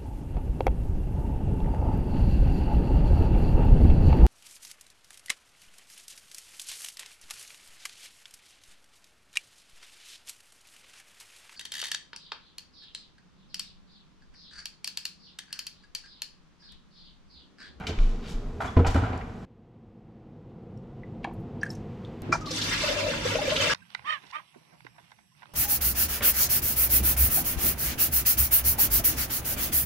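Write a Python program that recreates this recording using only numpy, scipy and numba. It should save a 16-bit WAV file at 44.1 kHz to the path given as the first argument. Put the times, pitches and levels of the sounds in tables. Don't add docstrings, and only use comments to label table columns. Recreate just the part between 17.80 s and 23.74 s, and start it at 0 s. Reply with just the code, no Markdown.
import sys
import numpy as np
from scipy import signal
from scipy.fft import rfft, irfft, next_fast_len
from scipy.io import wavfile
from scipy.ndimage import uniform_filter1d, map_coordinates
from numba import njit

SR = 44100
rng = np.random.default_rng(int(sys.argv[2]) if len(sys.argv) > 2 else 0)


def generate_wav(signal):
    frames = np.transpose(np.atleast_2d(signal))
    scaled = np.clip(frames, -1, 1) * 32767
    pcm = np.round(scaled).astype(np.int16)
    wavfile.write(sys.argv[1], SR, pcm)


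N = 261839
T = np.arange(N) / SR
POT_S, SINK_S = 1.652, 4.42


def amp(db):
    return 10 ** (np.asarray(db) / 20)


def unit(x):
    return x / np.sqrt(np.mean(x ** 2))


def noise(*channels):
    return rng.standard_normal((*channels, N))


def add(track, start_s, sound):
    i = max(int(start_s * SR), 0)
    track[i:i + len(sound)] += sound[:N - i]


def colour(x, points, peaks=()):
    size = next_fast_len(N + SR // 2, True)
    f = np.fft.rfftfreq(size, 1 / SR) + 0.00107
    hz, db = np.transpose(sorted(points))
    shape_db = np.interp(np.log(f), np.log(hz), db)
    octaves_outside = np.maximum(np.log2(hz[0] / f), np.log2(f / hz[-1]))
    shape_db -= 36 * np.maximum(0, octaves_outside)
    for centre_hz, width_hz, lift_db in peaks:
        shape_db += lift_db / (1 + (2 * (f - centre_hz) / width_hz) ** 2)
    return irfft(rfft(x, size) * amp(shape_db), size)[..., :N]


def decay(t, t60_s):
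    return np.exp(-np.log(1000) * t / t60_s)


def swell(rise_s, t60_s):
    t = T[:int(SR * (1.2 * t60_s + rise_s))]
    return t, (1 - np.exp(-t / rise_s)) ** 2 * decay(t, t60_s)


def ramp(start_s, length_s):
    return np.clip((T - start_s) / length_s, 0, 1)


def wander(hz):
    return 1.2 * np.interp(T * hz, np.arange(2000), rng.standard_normal(2000))


def bend(x, ratio):
    position = np.cumsum(ratio)
    return np.array([map_coordinates(side, [position], mode="mirror") for side in x])


def room(x, wet_db, t60, near_db, near_t60):
    t = T[:SR * 3 // 4]
    mid, side = rng.standard_normal((2, len(t)))
    side = signal.sosfilt(signal.butter(2, 330, "high", fs=SR, output="sos"), side)
    pair = np.array([mid + side, mid - side]) / np.sqrt(2) * (t > .0012)
    near, tail = decay(t, near_t60), decay(t, t60)
    near, tail = near / np.linalg.norm(near), tail / np.linalg.norm(tail)
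    dull_tail = signal.sosfilt(signal.butter(1, 6000, fs=SR, output="sos"), pair * tail)
    echo = amp(near_db) * pair * near + amp(wet_db) * dull_tail
    return x + signal.fftconvolve(np.atleast_2d(x), echo, axes=1)[:, :N]


def bursts(table, grain_db, spread):
    out = np.zeros(N)
    for start_s, db, hz, rise_s, t60_s in table:
        t, envelope = swell(rise_s, t60_s)
        grain_gain = np.repeat(amp(grain_db * rng.standard_normal(SR // 49)), 49)
        clicks = rng.standard_normal(SR) * grain_gain
        edges = [hz / (1 + spread), min(hz * (1 + spread), SR * .45)]
        band = signal.butter(2, edges, "band", fs=SR, output="sos")
        cloud = unit(signal.sosfilt(band, clicks))
        add(out, start_s, amp(db) * np.resize(cloud, len(t)) * envelope)
    return out


def tones(table, rise, glide):
    out = np.zeros(N)
    for start_s, hz, db, t60_s in table:
        t, envelope = swell(rise, t60_s)
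        add(out, start_s, amp(db) * envelope * np.sin(2 * np.pi * hz * t * (1 + glide * t / t60_s / 2)))
    return out


@njit
def ring_grains(start, hz, t60, size, glide):
    y = np.zeros(N)
    for k in range(len(start)):
        n = int(t60[k] * SR)
        w = 2 * np.pi * hz[k] / SR
        p, bend, z = np.exp(-6.9 / n + 1j * w), np.exp(1j * w * glide / n), size[k] + 0j
        for i in range(start[k], min(start[k] + n, N)):
            z *= p
            p *= bend
            y[i] += z.imag
    return y


def bubbles(rate, low_hz, high_hz, cycles, scatter_db, glide):
    when, pitch, strength, length = rng.random((int(rate * N / SR), 4)).T
    hz = low_hz * (min(high_hz, SR / 3) / low_hz) ** pitch
    size = hz * amp(scatter_db * np.minimum(-np.log(strength), 4))
    t60_s = cycles * (.5 + length) / hz
    return unit(ring_grains((when * N).astype(np.int64), hz, t60_s, size, glide))


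def swarm(rate, low_hz, high_hz, cycles, scatter_db, glide, width):
    mid, side = (bubbles(rate / 2, low_hz, high_hz, cycles, scatter_db, glide) for _ in range(2))
    return np.array([mid + width * side, mid - width * side])


# pitch_hz, relative_db_per_hz
HUM_SPECTRUM = [(50, -1), (85, 3), (142, -3), (219, 2), (302, -9.5), (455, -7), (541, -16.5), (615, -13),
                (868, -22), (1030, -19), (1120, -20.5), (2100, -31.5), (7630, -44.5), (8600, -52.5),
                (12500, -55.5), (14500, -83)]
HUM_DB = -39.5


def kitchen_hum():
    hum = room(colour(noise(), HUM_SPECTRUM), wet_db=-19.0, t60=0.27, near_db=-11.0, near_t60=0.097)
    return amp(HUM_DB) * unit(hum)


# pitch_hz, relative_db_per_hz
FAN_RUMBLE = [(15, -49), (25, -7.5), (70, -9), (82, -9.5), (102, 0), (206, -4), (244, -1.5), (270, -13.5),
              (305, -10), (332, -5.5), (356, -12.5), (501, -11), (605, -25), (694, -17), (1500, -40.5),
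              (1950, -74), (3300, -120)]
# pitch_hz, relative_db_per_hz
FAN_HISS = [(590, -20), (1000, -3), (1770, -9.5), (1960, -8.5), (2370, -12), (2650, -11), (8120, -32),
            (11100, -46), (12300, -33), (14500, -63)]
RUMBLE_DB, RUMBLE_FULL_S, RUMBLE_GROWTH_DB_PER_S = -38.5, 3.55, 8.5
HISS_DB, HISS_GROWTH_DB_PER_S, HISS_FLOOR_DB = -57.5, 8, -77.5


def fan_drone():
    rumble_db = RUMBLE_DB - RUMBLE_GROWTH_DB_PER_S * np.maximum(RUMBLE_FULL_S - T, 0)
    hiss_db = HISS_DB - HISS_GROWTH_DB_PER_S * np.maximum(SINK_S - T, 0)
    rumble = amp(rumble_db) * unit(colour(noise(), FAN_RUMBLE))
    hiss = np.hypot(amp(HISS_FLOOR_DB), amp(hiss_db)) * unit(colour(noise(), FAN_HISS))
    return rumble + hiss


SINK_AIR_DB = -50


def sink_air():
    return amp(SINK_AIR_DB) * unit(colour(noise(2), FAN_HISS))


# pitch_hz, relative_db_per_hz
SINK_SPECTRUM = [(20, -20), (45, -1.5), (70, -11.5), (102, 5), (130, -11.5), (158, -1.5), (195, -8.5),
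                 (250, -5.5), (330, -6), (390, -10.5), (500, -16.5), (800, -19.5)]
DRUM_DB = -37


def sink_drumming():
    drum = room(colour(noise(), SINK_SPECTRUM), wet_db=-3.5, t60=0.36, near_db=-21, near_t60=0.18)
    return amp(DRUM_DB) * unit(drum)


# start_s, level_db, rise_s
JOLTS = [(0.175, -5, 0.019), (0.535, -14.5, 0.01), (0.642, -21, 0.011), (0.959, -18, 0.0097),
         (1.07, -14, 0.0065)]
JOLT_HZ, JOLT_T60_PER_RISE = 26.35, 27
GRIP_DB = -51


def handling():
    out = amp(GRIP_DB) * unit(colour(noise(), [(15, -10), (28, 13), (50, -12)]))
    for start_s, db, rise_s in JOLTS:
        t, envelope = swell(rise_s, JOLT_T60_PER_RISE * rise_s)
        add(out, start_s, amp(db) * envelope * np.sin(2 * np.pi * JOLT_HZ * t))
    return out


# start_s, level_db, centre_hz
KNOCKS = [(0.967, -22.5, 1120), (0.97, -32, 2100), (0.989, -28, 1050), (1.057, -28, 1130),
          (1.16, -28, 1400), (1.24, -36, 1500), (1.335, -34, 950), (1.409, -35, 1720)]
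KNOCK_RISE_S, KNOCK_T60_S = 0.0015, 0.037


def board_knocks():
    hits = [(s, db, hz, KNOCK_RISE_S, KNOCK_T60_S) for s, db, hz in KNOCKS]
    return room(bursts(hits, grain_db=1.5, spread=0.26), wet_db=-10, t60=0.46, near_db=1, near_t60=.03)


# start_s, pitch_hz, level_db, t60_s
CLINKS = [(0.07, 3110, -30, 0.035), (0.07, 3794, -40, .1), (0.187, 1190, -32, 0.012),
          (0.187, 2400, -29, 0.01), (0.877, 3400, -39.5, 0.072), (1.047, 2520, -29, 0.028),
          (1.047, 1240, -33, 0.036)]


def clinks():
    return tones(CLINKS, rise=0.00032, glide=0)


# start_s, thump_db, contact_s, slap_db
THUMPS = [(0.085, -18.5, 0.0039, -44.5), (0.806, -32, 0.0034, -29.5), (0.846, -30.5, 0.00029, -35.5),
          (0.968, -8.5, 0.0005, -34.5), (0.99, -10, 0.00076, -40), (1.049, -15.5, 0.0062, -28.5),
          (1.064, -16.5, .0018, -30), (1.146, -11.5, 0.002, -30), (1.16, -15, 0.0019, -31),
          (1.22, -20, 0.0011, -39), (1.238, -23.5, 0.00091, -33), (1.294, -23, 0.0013, -42),
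          (1.329, -21, 0.0032, -37.5)]
# pitch_hz, level_db, t60_s
BOARD = [(53, -18.5, 0.57), (87, 0, 0.18), (104.6, -11, 0.58), (178, -3.5, 0.063), (256, -2, 0.11),
         (345, -17, 0.09), (467, -14, 0.25), (642, -15, 0.15), (1012, -11, 0.083)]


def board_thumps():
    out = np.zeros(N)
    for start_s, db, contact_s, _ in THUMPS:
        for hz, mode_db, t60_s in BOARD:
            t, envelope = swell(2 * contact_s, t60_s)
            varied_hz = hz * (1 + 0.0155 * rng.standard_normal())
            softness = np.hypot(1, 2 * hz * contact_s)
            add(out, start_s, amp(db + mode_db) * envelope * np.sin(2 * np.pi * varied_hz * t) / softness)
    shakes = [(s, db - 12.5, 170, .003, .22) for s, db, _, _ in THUMPS]
    shudder = bursts(shakes, grain_db=4.0, spread=1.44)
    return room(out + shudder, wet_db=-19.0, t60=0.34, near_db=-33, near_t60=0.093)


# start_s, level_db, centre_hz, t60_s
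CRINKLES = [(0.067, -29, 3060, 0.16), (0.186, -29.5, 2000, 0.029), (0.201, -48.5, 3530, 1),
            (0.809, -43, 5400, 0.21), (0.845, -44, 4200, 0.39), (1.065, -28.5, 4000, 0.13),
            (1.103, -41, 4900, 0.22), (1.139, -41.5, 4280, 0.37), (1.375, -42, 4350, .027)]
# start_s, level_db, centre_hz, rise_s, t60_s
SWISHES = [(0.0, -40.5, 1260, 0.00068, 0.91), (0.411, -22.5, 2450, 0.074, 0.27),
           (0.466, -20.5, 4600, 0.059, 0.18), (1.24, -43.5, 1130, 0.0022, 1.33)]
# pitch_hz, gain_db
CLOTH = [(100, 1.5), (950, 0.5), (1800, -5), (3000, -3.5), (5000, -6.5), (7300, -6), (9000, -11),
         (15000, -5)]
CRINKLE_RISE_S = 0.001
SLAP_HZ, SLAP_RISE_S, SLAP_T60_S, SLAP_LEAD_S = 1050, 0.00052, 0.28, .003


def towel_and_bag():
    slaps = [(s - SLAP_LEAD_S, db, SLAP_HZ, SLAP_RISE_S, SLAP_T60_S) for s, _, _, db in THUMPS]
    crinkles = [(s, db, hz, CRINKLE_RISE_S, t60_s) for s, db, hz, t60_s in CRINKLES]
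    return colour(bursts(slaps + crinkles + SWISHES, grain_db=3.0, spread=0.8), CLOTH)


def towel_toss():
    rustle = room(towel_and_bag() + clinks(), wet_db=-2.0, t60=0.76, near_db=0, near_t60=0.0098)
    return kitchen_hum() + rustle + board_thumps() + board_knocks() + handling()


# start_s, level_db, centre_hz
FIZZ = [(3.428, -48, 2400), (3.53, -61, 11500), (3.595, -66, 12000), (3.817, -41, 1800),
        (3.904, -50, 13000), (3.91, -62, 5700), (3.946, -58, 5600)]
FIZZ_RISE_S, FIZZ_T60_S = 0.0042, 0.078
# start_s, ring_hz, ring_db, tick_db
PLIPS = [(2.974, 5530, -52.5, -67), (3.234, 2000, -38, -60), (3.443, 2270, -25.5, -38),
         (3.446, 1710, -27, -52), (3.444, 3170, -35, -45), (3.445, 800, -24.5, -35),
         (3.448, 920, -25.5, -44), (3.472, 717, -32, -44), (3.492, 790, -36, -54), (3.512, 910, -38, -54),
         (3.812, 4760, -40, -62), (3.816, 5740, -35, -65), (3.816, 1600, -42, -60),
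         (3.8317, 1706, -14.5, -36), (3.8315, 5830, -36, -44), (3.853, 5800, -44, -49),
         (3.862, 1610, -29, -56), (3.863, 4950, -45, -49), (3.893, 5430, -46, -53),
         (3.903, 5300, -24, -32.5), (3.951, 5900, -39, -55), (4.249, 3540, -35, -45)]
PLIP_CYCLES, PLIP_GLIDE = 49, 0.0065
TICK_PITCH_RATIO, TICK_RISE_S, TICK_T60_S = 1.1, 0.00039, 0.019
WASH_DB, WASH_RISE_S, WASH_T60_S = -23.5, 0.0022, 0.25


def pot_water():
    rings = [(s, hz, db, PLIP_CYCLES / hz) for s, hz, db, _ in PLIPS]
    ticks = [(s, db, TICK_PITCH_RATIO * hz, TICK_RISE_S, TICK_T60_S) for s, hz, _, db in PLIPS]
    washes = [(s, db + WASH_DB, hz, WASH_RISE_S, WASH_T60_S) for s, hz, _, db in PLIPS]
    fizz = [(s, db, hz, FIZZ_RISE_S, FIZZ_T60_S) for s, db, hz in FIZZ]
    water = tones(rings, rise=0.00042, glide=PLIP_GLIDE)
    water += bursts(ticks, grain_db=8.0, spread=0.48)
    water += bursts(washes + fizz, grain_db=2.5, spread=0.42)
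    return room(water, wet_db=-5.5, t60=0.22, near_db=-2.5, near_t60=0.021).mean(axis=0)


def inside_pot():
    return fan_drone() + pot_water()


# start_s, level_db
CLANKS = [(4.523, -0.5), (4.545, -16)]
# pitch_hz, level_db, t60_s
STEEL = [(637, -28, 0.054), (1162, -11, 0.068), (1365, -12.5, .06), (1890, -27, 0.063),
         (2386, -14.5, 0.053), (5292, -28, 0.054)]
RATTLE_SHARE, RATTLE_HZ = .3, 220


def clank():
    rings = [(s, hz, db + mode_db, t60_s) for s, db in CLANKS for hz, mode_db, t60_s in STEEL]
    return tones(rings, rise=0.0027, glide=-0.024) * (1 + RATTLE_SHARE * wander(RATTLE_HZ))


# start_s, level_db, centre_hz, t60_s
SPLATS = [(4.472, -20.5, 146, 0.16), (4.488, -24.5, 323, 0.12), (4.519, -30, 5360, 0.16),
          (4.518, -23, 1480, 0.13), (4.526, -24, 720, 0.087), (4.543, -21, 790, 0.067),
          (4.604, -44.5, 5400, 0.11), (4.655, -32.5, 4250, 0.083), (4.704, -26, 4760, 0.1),
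          (4.756, -28.5, 6300, 0.067), (4.811, -21.5, 3840, 0.1), (4.89, -33, 6840, .09),
          (4.931, -23, 1520, 0.068), (5.33, -25, 1400, .06), (5.547, -19, 2600, 0.044),
          (5.666, -26, 2400, 0.052), (5.696, -23.5, 3220, 0.087), (5.758, -17.5, 3178, 0.072),
          (5.893, -26.5, 1400, .12)]
SPLAT_RISE_S = 0.0041


def bumps_and_splats():
    hits = [(s, db, hz, SPLAT_RISE_S, t60_s) for s, db, hz, t60_s in SPLATS]
    return bursts(hits, grain_db=1.0, spread=0.24)


STREAM_S, STREAM_RISE_S = 4.64, 0.1
# time_s, pitch_hz, level_db
GURGLE = [(4.85, 499, -51), (4.882, 525.5, -39), (4.97, 522.7, -52), (5.012, 597.7, -49), (5.042, 597, -35),
          (5.072, 584.4, -43), (5.086, 570, -31.5), (5.2, 591, -34), (5.262, 592.7, -33),
          (5.312, 504.8, -29), (5.352, 550, -41), (5.366, 587, -36), (5.426, 509.3, -42),
          (5.46, 497.5, -23.5), (5.486, 487.6, -41), (5.528, 512.8, -36), (5.556, 502, -35),
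          (5.592, 561.5, -37), (5.674, 526.3, -27.5), (5.736, 577, -33.5), (5.772, 489.5, -43),
          (5.8, 545.3, -31), (5.89, 549, -33.5), (5.93, 498, -31)]
# pitch_hz, relative_db_per_hz
CHURN = [(330, -18), (440, -8), (510, -2), (550, 1.5), (600, -1), (660, -11), (760, -24), (1000, -16)]
CHURN_DB, CHURN_HZ = -1.5, 550


def gurgle():
    deep = swarm(rate=600, low_hz=390, high_hz=1001, cycles=18, scatter_db=1.2, glide=0.11, width=0.6)
    time_s, pitch_hz, level_db = np.transpose(GURGLE)
    churn = unit(bend(colour(deep, CHURN), np.interp(T, time_s, pitch_hz) / CHURN_HZ))
    return churn * amp(CHURN_DB + np.interp(T, time_s, level_db)) * ramp(STREAM_S, STREAM_RISE_S)


# start_s, pitch_hz, level_db, glide_share
GULPS = [(4.612, 1260, -32, -0.0055), (4.643, 1220, -29.5, -0.013), (4.668, 1180, -24.5, -0.086),
         (4.706, 1150, -33, -.03), (4.679, 4170, -29, -0.0075), (4.706, 507, -25.5, 0.09),
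         (5.034, 614, -19, -0.076), (5.082, 580, -18.5, -0.0048), (5.162, 583, -22, 0.058),
         (5.244, 607, -18, -0.043), (5.275, 540, -21, -0.16), (5.299, 480, -25.5, -.1),
         (5.364, 589, -25, 0.038), (5.452, 503, -19.5, -.12), (5.548, 485, -15.5, -0.041),
         (5.55, 619, -17, 0.04), (5.585, 814, -18, -0.019), (5.613, 605, -19, -.04),
         (5.63, 468.9, -20, 0.091), (5.676, 525, -16, 0.076), (5.717, 602, -16, 0.098),
         (5.745, 468, -21.5, -0.18), (5.8, 3060, -12, .02), (5.82, 1170, -22, .05),
         (5.833, 484, -20, 0.044), (5.868, 622, -20.5, -0.05)]
GULP_T60_S, GULP_REF_HZ, GULP_DAMPING = 0.078, 553, 0.3


def gulps():
    out = np.zeros(N)
    for start_s, hz, db, glide in GULPS:
        t60_s = GULP_T60_S * (GULP_REF_HZ / hz) ** GULP_DAMPING
        out += tones([(start_s, hz, db, t60_s)], rise=.003, glide=glide)
    return out


SPUTTERS_PER_S, SPUTTER_DB, SPUTTER_SCATTER_DB = 60, -7, 1
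SPUTTER_LOW_HZ, SPUTTER_HIGH_HZ, SPUTTER_LENGTH_S = 1440, 6000, 0.014


def sputters(count=5):
    u = rng.random((int(SPUTTERS_PER_S * N / SR), 3, count))
    start = u[:, 0, :1] * N + u[:, 1] * SPUTTER_LENGTH_S * SR
    clump_hz = SPUTTER_LOW_HZ * (SPUTTER_HIGH_HZ / SPUTTER_LOW_HZ) ** u[:, 0, 1:2]
    hz = (clump_hz * (1 + .2 * (u[:, 2] - .5))).ravel()
    size = np.sqrt(hz) * amp(SPUTTER_SCATTER_DB * rng.standard_normal(len(hz)))
    return amp(SPUTTER_DB) * unit(ring_grains(start.astype(np.int64).ravel(), hz, 70 / hz, size, 0.093))


# time_s, flow_db
FLOW = [(4.6, -40), (4.71, -33), (4.832, -28), (5.2, -34), (5.35, -34), (5.41, -36), (5.45, -32.5),
        (5.65, -37), (5.7, -30), (5.752, -35), (5.766, -27), (5.93, -26)]
FLUTTER_HZ, FLUTTER_DB = 34.07, 1.66
COVERED_S, COVER_TIME_S, BARE_SPLASH_DB, BARE_SPRAY_DB = 4.93, 0.13, -9.5, -0.5
SPLASH_DB, SPRAY_DB = -3.5, -5.5
SPRAY_FADE_DB_PER_S = 1.5


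def stream_gains():
    flow_db = np.interp(T, *np.transpose(FLOW)) + FLUTTER_DB * wander(FLUTTER_HZ)
    flow = amp(flow_db) * ramp(STREAM_S, STREAM_RISE_S)
    bare = 1 - ramp(COVERED_S - COVER_TIME_S, COVER_TIME_S)
    fade_db = SPRAY_FADE_DB_PER_S * np.maximum(T - COVERED_S, 0)
    splash_gain = flow * amp(SPLASH_DB + BARE_SPLASH_DB * bare)
    spray_gain = flow * amp(SPRAY_DB + BARE_SPRAY_DB * bare - fade_db)
    return splash_gain, spray_gain


# pitch_hz, relative_db_per_hz
SPLASH = [(440, -22), (750, -17), (801, -27), (872, -2), (995, -3), (1390, -1), (1750, 0.5), (1920, -1.5),
          (2460, 2.5), (2790, -1), (3600, -4.5), (4680, -50), (7920, -120)]
# pitch_hz, relative_db_per_hz
SPRAY = [(1760, -39), (3000, -8.5), (3930, -2.5), (4150, -9.5), (4830, -6.5), (5160, -9), (6120, -10.5),
         (9160, -21), (12700, -27.5), (13800, -31), (14500, -42)]
# pitch_hz, width_hz, lift_db
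COLANDER = [(973, 23, 14), (1170, 90, 4.5), (1640, 210, 1), (2480, 110, -1), (3060, 77, 3.5),
            (3800, 27, -10), (3830, 110, -3), (4520, 170, 5.5), (4900, 70, 1), (6050, 120, 2)]
WAVER_HZ, WAVER_SHARE = 6, .018


def splash_and_spray():
    splash_gain, spray_gain = stream_gains()
    small = swarm(rate=2200, low_hz=662.4, high_hz=4267, cycles=58, scatter_db=3.0, glide=0.084, width=0.67)
    drops = swarm(rate=5000, low_hz=2400, high_hz=14270, cycles=91, scatter_db=2.5, glide=0.1, width=0.85)
    splash = unit(bend(colour(small, SPLASH, COLANDER), 1 + WAVER_SHARE * wander(WAVER_HZ)))
    spray = unit(colour(drops, SPRAY, COLANDER))
    clumps = np.array([sputters(), sputters()])
    water = splash_gain * splash + spray_gain * (spray + clumps)
    return room(water, wet_db=-13.5, t60=0.47, near_db=0.5, near_t60=0.092)


def pour():
    strikes = room(bumps_and_splats() + clank(), wet_db=-20.0, t60=0.37, near_db=-5, near_t60=0.022)
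    deep_water = room(gulps() + gurgle(), wet_db=-9, t60=.3, near_db=-10, near_t60=.03)
    return sink_air() + sink_drumming() + strikes + deep_water + splash_and_spray()


CLICK_DB = -25


def scene():
    in_pot, at_sink = (uniform_filter1d(1. * (T > s), size=128) for s in (POT_S, SINK_S))
    click = amp(CLICK_DB) * (np.arange(N) == int(SINK_S * SR))
    return towel_toss() * (1 - in_pot) + inside_pot() * (in_pot - at_sink) + pour() * at_sink + click


TOP_HZ = 14500


def record(dry):
    return signal.sosfilt(signal.ellip(8, .2, 70, TOP_HZ, fs=SR, output="sos"), dry)


dry = scene()
out = record(dry)
generate_wav(out)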